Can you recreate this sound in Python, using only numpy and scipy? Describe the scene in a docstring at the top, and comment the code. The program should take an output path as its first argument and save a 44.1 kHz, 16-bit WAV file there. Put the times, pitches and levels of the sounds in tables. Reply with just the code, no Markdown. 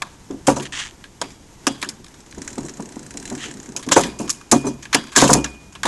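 """A kart's shift linkage is worked with the engine off: bright metal clacks, made of uneven noise bursts
passed through resonances, some with ringing tones. Blows shake the tube frame into dull thumps.
The kart rolls a little: the chain ticks over its sprocket and the tyres rumble through the frame. A cable
creaks as it sticks and slips. Hiss and low wind lie underneath. All is heard from a microphone fixed to the
frame, and the loudest blows overload its input."""
import sys
import numpy as np
from scipy import signal
from scipy.fft import rfft, irfft
from scipy.io import wavfile
from scipy.ndimage import uniform_filter1d

SR = 44100
rng = np.random.default_rng(int(sys.argv[2]) if len(sys.argv) > 2 else 0)


def waveform_to_disk(signal):
    """Save audio, clipped to [-1, 1], as 16-bit WAV at the path in sys.argv[1]."""
    frames = np.transpose(np.atleast_2d(signal))
    scaled = np.clip(frames, -1, 1) * 32767
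    samples = np.round(scaled).astype(np.int16)
    wavfile.write(sys.argv[1], SR, samples)


N = 258867  # length [samples]


def from_db(db):
    """Turn decibels into an amplitude factor."""
    return 10 ** (np.asarray(db) / 20)


def rms_one(x):
    """Scale a signal to an rms of 1."""
    return x / np.sqrt(np.mean(x ** 2) + 1e-20)


def in_time(rows):
    """Draw straight lines between rows; the first column is the time in seconds."""
    s, *columns = np.transpose(rows)
    return [np.interp(np.arange(N) / SR, s, column) for column in columns]


def drift(rate_hz):
    """Smoothed noise with an rms of 1: a random wander, faster at a higher rate."""
    r = np.exp(-2 * np.pi * rate_hz / SR)
    noise = rng.standard_normal(N + SR)
    return rms_one(signal.lfilter([1], [1, -2 * r, r * r], noise)[SR:])  # drop the filter's start


def coloured_noise(spectrum):
    """White noise shaped by a spectrum in dB, with an rms of 1."""
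    hz = np.arange(N // 2 + 1) * SR / N + 1
    points = np.array(spectrum)
    shape = from_db(np.interp(np.log(hz), np.log(points[:, 0]), points[:, 1]))
    return rms_one(irfft(rfft(rng.standard_normal(N)) * shape, N))


def ring(x, hz, t60):
    """A unit click sets a sine of height 1 ringing; it falls by 60 dB in t60 seconds."""
    r, w = from_db(-60 / (t60 * SR)), 2 * np.pi * hz / SR
    return signal.lfilter([0, np.sin(w)], [1, -2 * r * np.cos(w), r * r], x + 1e-18)


def resonate(x, peaks):
    """Pass a sound through side-by-side resonances of alternating sign."""
    out = 0
    for k, (hz, width_hz, level_db) in enumerate(peaks):
        r = np.exp(-np.pi * width_hz / SR)
        feedback = [1, -2 * r * np.cos(2 * np.pi * hz / SR), r * r]
        band = signal.lfilter([(1 - r * r) / 2, 0, (r * r - 1) / 2], feedback, x)
        out = out + (-1) ** k * from_db(level_db) * band
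    return out


def bursts(times, levels_db, t60s, rises_ms, tail_db, tail_t60):
    """Envelope of blows: a curved rise, an exponential fall and a weak slow tail as loose parts settle."""
    out, t = np.zeros(N + SR // 2), np.arange(SR // 2) / SR
    for s, level_db, t60, rise_ms in np.broadcast(times, levels_db, t60s, rises_ms):
        at = round(max(s, 0) * SR)
        rise = max(rise_ms, .1) / 1000
        after = np.maximum(t - rise, 0)
        fall = from_db(-60 * after / max(t60, .005))
        tail = from_db(tail_db - 60 * after / tail_t60)
        attack = np.sin(np.pi / 2 * np.minimum(t / rise, 1)) ** 2
        out[at:at + len(t)] += from_db(level_db) * (fall + tail) * attack
    return out[:N]


def chatter(treble_shape, middle_shape, treble_peaks, middle_peaks, grit_db, wander_db):
    """Metal on metal: a fast uneven rattle of contacts; the strength of each resonance wanders."""
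    grit = rms_one(rng.standard_normal((2, N)) * from_db(grit_db * drift(740)))
    layers = [(grit[0], treble_shape, treble_peaks), (grit[1], middle_shape, middle_peaks)]
    out = 0
    for noise, shape, peaks in layers:
        scale = np.std(resonate(noise, peaks))
        for k, peak in enumerate(peaks):
            wandering = noise * shape * from_db(wander_db * drift(17.6))
            out = out + (-1) ** k * resonate(wandering, [peak]) / scale
    return out


def struck(times, levels_db, modes, spread_db):
    """Every blow strikes each ringing tone (mode) with a strength of its own."""
    at, out = (np.asarray(times) * SR).astype(int), 0
    luck = rng.standard_normal((len(at), len(modes)))
    for k, (hz, level_db, t60) in enumerate(modes):
        clicks = np.zeros(N)
        clicks[at] = from_db(levels_db + level_db + spread_db * luck[:, k])
        out = out + ring(clicks, hz, t60)
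    return out


def through(modes, shake):
    """Noise under an envelope shakes a set of modes; a steady envelope of 1 gives an rms of 1."""
    noise = rng.standard_normal(N)
    steady = sum(from_db(db) * ring(noise, hz, t60) for hz, db, t60 in modes)
    shaken = sum(from_db(db) * ring(noise * shake, hz, t60) for hz, db, t60 in modes)
    return shaken / np.std(steady)


# Distance rolled, also used by the chain: (time [s], chain links passed [count])
DISTANCE_ROLLED = [(2.3107, 0), (2.4175, 3), (2.4763, 5), (2.5815, 9), (2.6314, 11), (2.693, 13),
                   (2.7376, 14), (2.8035, 16), (2.8235, 17), (2.9212, 20), (3.0639, 24), (3.1067, 25),
                   (3.1718, 27), (3.2533, 30), (3.2995, 32), (3.3504, 34), (3.4575, 38), (3.5384, 41),
                   (3.5708, 42), (3.6588, 45), (3.7207, 47)]
CRUISE_LINKS_PER_S = 33


def rolling_speed():
    """Rolling speed against cruising speed, in doublings: 0 when cruising, -4 at rest."""
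    links, = in_time(DISTANCE_ROLLED)
    per_s = uniform_filter1d(np.gradient(links) * SR, size=SR // 8)
    return np.log2(np.maximum(per_s / CRUISE_LINKS_PER_S, 1 / 16))


# Colour of the low wind noise: (frequency [Hz], density [dB per Hz])
WIND_SPECTRUM = [(12, -36), (20, -12), (200, -16.5), (260, -32), (440, -120)]


def wind():
    """Low noise whose level wanders slowly."""
    return from_db(-50.5 + 3 * drift(5)) * coloured_noise(WIND_SPECTRUM)


# Colour of the hiss: (frequency [Hz], density [dB per Hz])
HISS_SPECTRUM = [(350, 8), (600, -1), (928, 2.5), (1080, -1.5), (1960, -4), (2820, -6.5), (4410, -8.5),
                 (6660, -3), (11200, -16.5), (11800, -4.5), (15400, -58), (22000, -120)]
# Steady hiss; hiss of the running chain at cruising speed and its growth per doubling of speed
AIR_DB, WHIRR_DB, WHIRR_DB_PER_DOUBLING = -48.5, -59.5, 24


def hiss(speed):
    """Flickering hiss: a steady part, and a part from the running chain that grows with speed."""
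    flicker = from_db(1.3 * drift(12))
    whirr = from_db(WHIRR_DB + WHIRR_DB_PER_DOUBLING * speed)
    return (from_db(AIR_DB) + whirr) * flicker * coloured_noise(HISS_SPECTRUM)


# Pulls on the cable, levels before the resonances:
# (start [s], length [s], top level [dB], start against top [dB], slips at the top [per s])
CABLE_PULLS = [(0.649, 0.031, -33.5, -1.5, 185), (0.721, 0.19, -29, -4.5, 242),
               (3.375, .15, -34.5, -13, 600)]
# Resonances of the cable in its sleeve: (frequency [Hz], width [Hz], level [dB])
CABLE_RESONANCES = [(1040, 590, -9), (1810, 250, 1.5), (3020, 660, -0.5), (4800, 1900, -8),
                    (6860, 2200, -6)]
# Band that is let through: (low edge [Hz], high edge [Hz])
CABLE_BAND = [600, 8300]
# When in a pull the top comes [share of length]; level and slip rate at its end, against the top
CREAK_TOP_SHARE, CREAK_END_DB, CREAK_END_SLIPS = 0.43, -14.5, .3


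def cable():
    """Stick and slip: uneven sharp pulses, each with a short scratchy tail, over rubbing noise."""
    t, out = np.arange(N) / SR, np.zeros(N)
    sizes, jitter, rub = from_db(3.1 * rng.standard_normal(N)), drift(80), rng.standard_normal(N)
    for start, length, top_db, start_db, top_per_s in CABLE_PULLS:
        end = start + length
        # the pull swells, then eases off
        level_db, per_s = in_time([(start, top_db + start_db, top_per_s),
                                   (start + CREAK_TOP_SHARE * length, top_db, top_per_s),
                                   (end, top_db + CREAK_END_DB, CREAK_END_SLIPS * top_per_s)])
        pulling = (t > start) * (t < end)
        slip_count = np.floor(np.cumsum(per_s * from_db(1.5 * jitter) / SR))
        slips = np.diff(slip_count, prepend=0) * sizes
        slips *= from_db(level_db) * np.sqrt(SR / per_s) * pulling  # slow slipping gets a boost
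        tails = signal.lfilter([1], [1, -from_db(-60 / (.02 * SR))], slips + 1e-18)  # 20 ms to fall 60 dB
        sliding = from_db(level_db - 2.5) * per_s / top_per_s * pulling
        out += slips + (.09 * tails + sliding) * rub
    band = signal.butter(3, CABLE_BAND, "band", fs=SR, output="sos")
    return from_db(8.0) * signal.sosfilt(band, resonate(out, CABLE_RESONANCES))


# Blows into the frame, levels before the trims in frame():
# (time [s], level [dB], upper modes against level [dB], time for the shaking to fall 60 dB [s])
FRAME_BLOWS = [(0.013, -36.5, -1.5, 0.22), (0.302, -12, -30, 0.19), (0.479, 7, -10, 0.072),
               (0.565, -6.5, -12.5, 0.081), (0.594, -20, -15, 0.038), (1.214, -16.5, -5.5, 0.075),
               (1.668, -4.5, -10, 0.068), (1.826, -17.5, -18.5, 0.11), (1.871, -29, -27, .12),
               (1.996, -30, -61, 0.052), (2.376, -12.5, -28, 0.054), (2.577, -7, -21, 0.061),
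               (2.646, -12.5, -35, 0.07), (2.796, -8, -19.5, 0.025), (2.965, -12.5, -23, 0.019),
               (3.143, -24.5, -23, 0.25), (3.312, -8.5, -22.5, 0.11), (3.455, -21.5, -32, 0.28),
               (3.551, -22, -35, 0.049), (3.687, -12, -35, 0.033), (3.751, -24.5, -13, 0.25),
               (3.865, -11, -24.5, 0.33), (3.917, -10, -4.5, 0.052), (3.963, 8, -6.5, 0.072),
               (4.047, -6.5, -21, 0.058), (4.197, -5, -19, 0.095), (4.246, -19, -17.5, 0.087),
               (4.522, 7.5, -11.5, 0.084), (4.641, -5, -21.5, 0.15), (4.667, -6, -15.5, 0.052),
               (4.946, -1, -10.5, 0.067), (5.169, 1, -13, 0.13), (5.221, 7.5, -9.5, 0.096),
               (5.293, 3, -7, 0.085), (5.312, 5.5, -21, 0.018), (5.342, -1, -18, 0.18),
               (5.449, -27, -14, 0.065), (5.851, -5.5, -8.5, 0.08)]
# Modes of the tubes, four lower ones first: (frequency [Hz], level [dB], time to fall 60 dB [s])
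TUBE_MODES = [(238.5, -4, 0.061), (281, 0.5, 0.059), (326, -1, 0.03), (369, -11, 0.074), (546.6, -8, 0.13),
              (590, -3, 0.058), (724, 6.5, 0.033), (870, 11, 0.013), (953, 5, 0.037), (1122, -7, 0.061)]
# Bending of the whole frame: (frequency [Hz], level [dB], time to fall 60 dB [s])
SWAY_MODES = [(63, -21, 0.67), (138.1, -9.5, 0.36)]
TUBE_LOW_CUT_HZ = 151
# A blow springs back once, weaker and duller: delay, level change, further change of the upper modes
REBOUND_S, REBOUND_DB, REBOUND_UPPER_DB = 0.0338, -13, -14
# Drive of the rumble before trims: a constant part; a part at cruising speed and its growth
RUMBLE_REST_DB, RUMBLE_DB, RUMBLE_DB_PER_DOUBLING = -55.5, -48.5, 7


def frame(speed):
    """Blows and the road shake the tube frame; its modes turn the shaking into thumps and rumble."""
    rebounds = [(s + REBOUND_S, db + REBOUND_DB, upper_db + REBOUND_UPPER_DB, t60)
                for s, db, upper_db, t60 in FRAME_BLOWS[:-1]]  # the last blow has no rebound
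    s, level_db, upper_db, t60 = np.transpose(FRAME_BLOWS + rebounds)
    rolling = from_db(RUMBLE_DB + RUMBLE_DB_PER_DOUBLING * speed)
    road = (from_db(RUMBLE_REST_DB) + rolling) * from_db(0.75 * drift(27.0))
    # the push builds before it is heard, so the bursts start a little early
    lower = bursts(s - .005, level_db - 15.5, t60, 9.7, tail_db=-15.0, tail_t60=0.36)
    upper = bursts(s - .002, level_db + upper_db - 2.5, t60, 7.2, tail_db=-32, tail_t60=0.6)
    lower_tubes = through(TUBE_MODES[:4], lower + road)
    upper_tubes = through(TUBE_MODES[4:], upper + from_db(-11.0) * road)
    # hard blows bend the frame more than in proportion
    sway = through(SWAY_MODES, from_db(-8.0) * lower ** 1.354 + from_db(-8.5) * road)
    low_cut = signal.butter(2, TUBE_LOW_CUT_HZ, "high", fs=SR, output="sos")
    return signal.sosfilt(low_cut, lower_tubes + upper_tubes) + sway


# Resonances of a link on the sprocket, middle band: (frequency [Hz], width [Hz], level [dB])
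LINK_MIDDLE_RESONANCES = [(1620, 400, 3), (2570, 1630, -5.5), (4050, 47, 4.5)]
# The same for the treble: (frequency [Hz], width [Hz], level [dB])
LINK_TREBLE_RESONANCES = [(5830, 1870, -0.5), (6980, 770, 6), (7780, 1020, 2), (9200, 4500, -12)]
# Links that seat harder: (link number [count])
STIFF_LINK_NUMBERS = [3, 5, 9, 13, 25, 27, 30, 32, 34]
# Treble at cruising speed and middle against treble, both before trims; growth with speed
TICK_DB, TICK_MIDDLE_DB, TICK_DB_PER_DOUBLING = -27, -10.5, 6.5
TICK_SPREAD_DB, STIFF_DB = 1.2, 8.5  # chance from tick to tick; extra on a stiff link


def chain(speed):
    """Each link makes one short dry tick on the sprocket, louder at speed and on the stiff links."""
    times, passed = np.transpose(DISTANCE_ROLLED)
    link = np.arange(passed[-1] + 1)
    s = np.interp(link, passed, times)
    tick_speed = np.maximum(speed[(s * SR).astype(int)], -.4)  # slower ticks get no softer than this
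    treble_db = TICK_DB + TICK_DB_PER_DOUBLING * tick_speed
    treble_db += STIFF_DB * np.isin(link, STIFF_LINK_NUMBERS)
    treble_db += TICK_SPREAD_DB * rng.standard_normal(len(s))
    treble = bursts(s, treble_db - 9.5, 0.031, 0.17, tail_db=-25, tail_t60=0.34)
    middle = bursts(s, treble_db + TICK_MIDDLE_DB - 6.5, 0.028, 0.95, tail_db=-18.5, tail_t60=0.16)
    return chatter(treble, middle, LINK_TREBLE_RESONANCES, LINK_MIDDLE_RESONANCES,
                   grit_db=1.5, wander_db=1.5)


# Blows that leave metal ringing, levels before each mode's own:
# (time [s], rod level [dB], gear casing level [dB], pivot pin level [dB])
RINGING_BLOWS = [(0.562, -70, -50, -27), (1.214, -70, -43, -55), (1.668, -62, -34.5, -52),
                 (3.922, -36, -28, -35), (4.036, -56, -44, -30), (4.2, -41, -56, -38),
                 (4.514, -32.5, -41, -15.5), (4.668, -44, -54, -26.5), (4.947, -60, -33, -34),
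                 (5.329, -31.5, -44, -40), (5.443, -71, -49, -38)]
# Ringing of the shift rod: (frequency [Hz], level [dB], time to fall 60 dB [s])
ROD_MODES = [(2452, -3, 1.0)]
# The far end of the rod takes a moment to swing up: (frequency [Hz], width [Hz], level [dB])
ROD_SWING = [(2452, 14, 0)]
# Ringing of the gear casing: (frequency [Hz], level [dB], time to fall 60 dB [s])
CASING_MODES = [(2815, -3, .17), (2912, -7, .3), (3058, -4, .25), (3311, -4, .55), (3548, -4, .25),
                (4780, -7, .55), (5098, -9, .3), (5560, -7, .15)]
# Ringing of the pivot pin: (frequency [Hz], level [dB], time to fall 60 dB [s])
PIN_MODES = [(4100, -11, .1), (6035, -1, .1), (7450, -6, .08), (8300, -11, .1), (9500, -12, .08)]


def ringing_metal():
    """The rod, gear casing and pivot pin ring on after some of the blows."""
    s, rod_db, casing_db, pin_db = np.transpose(RINGING_BLOWS)
    rod = resonate(struck(s, rod_db, ROD_MODES, spread_db=1.0), ROD_SWING)
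    casing = struck(s, casing_db, CASING_MODES, spread_db=2.0)
    pin = struck(s, pin_db, PIN_MODES, spread_db=1.0)
    return (rod + casing + pin) * from_db(1.5 * drift(11))  # loose joints make the ring waver


# Lever and gear dogs strike; the faint rows from 2.04 to 2.32 s are first ticks of the slack chain.
# Levels before the trims in linkage():
# (time [s], treble level [dB], middle against treble [dB], time for the chatter to fall 60 dB [s])
CLACKS_AND_SLACK_TICKS = [(0.0196, -15.5, 5.5, 0.029), (0.3088, -29, -4, 0.025), (0.4676, -8, -8, 0.21),
                          (0.563, -19, -19, 0.11), (0.597, -30, 7, 0.088), (0.6232, -27.5, -6, 0.11),
                          (1.039, -45.5, 19.5, 0.044), (1.2148, -6, -5, 0.027), (1.3049, -31, -14, 0.096),
                          (1.6674, 0.5, -5.5, 0.048), (1.8152, -19.5, -7.5, 0.032),
                          (1.826, -23.5, 6.5, 0.081), (1.845, -29, -7, 0.071), (1.8884, -13, -16, 0.051),
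                          (1.9364, -47, -4, 0.028), (2.0417, -31, -4.5, 0.041), (2.062, -32.5, -4, .035),
                          (2.081, -36, -11, .035), (2.1407, -33, -1.5, 0.032), (2.203, -30, -32, .035),
                          (2.262, -36, -6, 0.039), (2.323, -34, -1.5, 0.021), (2.649, -22.5, -22, 0.1),
                          (2.683, -20, -5, 0.038), (3.0948, -42, -14, .035), (3.7629, -9.5, -16.5, 0.066),
                          (3.7914, -27, -8.5, 0.11), (3.8262, -25.5, 0, 0.069), (3.8637, -28, -13, 0.047),
                          (3.8875, -16, -2.5, 0.037), (3.918, 6, -11.5, 0.076), (3.9636, -7, -8.5, 0.23),
                          (4.035, -18, 1, 0.061), (4.1873, -23, -14.5, 0.29), (4.2768, -20.5, -7, 0.095),
                          (4.2937, -4, -14.5, 0.029), (4.3008, -.1, -35, 0.032), (4.4115, -38.5, 9, 0.019),
                          (4.5137, 3.5, -14, 0.078), (4.5444, -30, -5, 0.46), (4.653, -30, -24, 0.12),
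                          (4.674, -25, -18, 0.13), (4.8242, -25.5, -7.5, 0.13), (4.8534, -36, 14.5, 0.032),
                          (4.9279, -11, 0.5, 0.12), (4.9455, -2, -3, 0.053), (5.038, -29.5, -5, 0.024),
                          (5.0665, -33.5, -1.5, 0.068), (5.1185, -34.5, 3.2, 0.23), (5.1613, 6, -9, 0.12),
                          (5.1774, -6.5, -1, 0.22), (5.215, -6, -6.5, 0.17), (5.2373, -9, -12, 0.15),
                          (5.276, -11.5, -17, 0.18), (5.3027, -8, -21, 0.11), (5.3299, 11, -17, 0.034),
                          (5.4419, -7.5, -4.5, 0.046), (5.7236, -30.5, -9, 0.065),
                          (5.751, -40.5, 14, 0.071), (5.8319, -10, 0.5, 0.057), (5.853, -14, 6.5, 0.071)]
# Dogs drag before they engage, level before the same trims: (time [s], treble level [dB])
DOG_DRAGS = [(3.910, -12.5), (3.955, -16.5), (5.150, -19)]
# Resonances of a clack, middle band: (frequency [Hz], width [Hz], level [dB])
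CLACK_MIDDLE_RESONANCES = [(1107, 214, 0), (1642, 145, 2), (2460, 1090, -1), (2775, 750, 2.5),
                           (3200, 1360, -4)]
# The same for the treble: (frequency [Hz], width [Hz], level [dB])
CLACK_TREBLE_RESONANCES = [(5430, 720, 0), (5900, 195, 5), (6690, 580, 3), (7930, 810, 3),
                           (7680, 1800, 3.5), (9300, 4300, -23)]
CLACK_RISE_MS, DRAG_RISE_MS = 1.2, 6.4
DRAG_MIDDLE_DB, DRAG_T60_S = 2, 0.048  # middle against treble before trims; time to fall 60 dB


def linkage():
    """Metal strikes and drags on metal (with the slack chain's first ticks): chatter excites resonances."""
    clacks = [row + (CLACK_RISE_MS,) for row in CLACKS_AND_SLACK_TICKS]
    drags = [row + (DRAG_MIDDLE_DB, DRAG_T60_S, DRAG_RISE_MS) for row in DOG_DRAGS]
    s, treble_db, middle_db, t60, rise_ms = np.transpose(clacks + drags)
    treble = bursts(s, treble_db - 11.5, t60, rise_ms, tail_db=-30.5, tail_t60=0.36)
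    middle = bursts(s, treble_db + middle_db - 7.5, t60, rise_ms, tail_db=-24, tail_t60=0.41)
    rings = ringing_metal()
    rattle = chatter(treble, middle, CLACK_TREBLE_RESONANCES, CLACK_MIDDLE_RESONANCES,
                     grit_db=3.0, wander_db=2.5)
    return rattle + rings


def scene():
    """Add up all the sources, as one channel."""
    speed = rolling_speed()
    background = hiss(speed) + wind()
    kart = linkage() + chain(speed) + frame(speed) + cable()
    return (background + kart)[None]


OVERLOAD = 0.85  # ceiling of the input [amplitude before the treble cut]
TREBLE_STOP_HZ = 12206.34  # from here up the sound is at least 40 dB down


def record(dry):
    """Peaks hit a hard ceiling with a small knee; then the highest treble is cut."""
    clipped = dry / (1 + np.abs(dry / OVERLOAD) ** 6) ** (1 / 6)
    treble_cut = signal.cheby2(12, 40, TREBLE_STOP_HZ, fs=SR, output="sos")
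    return signal.sosfilt(treble_cut, clipped)


dry = scene()
out = record(dry)
waveform_to_disk(out)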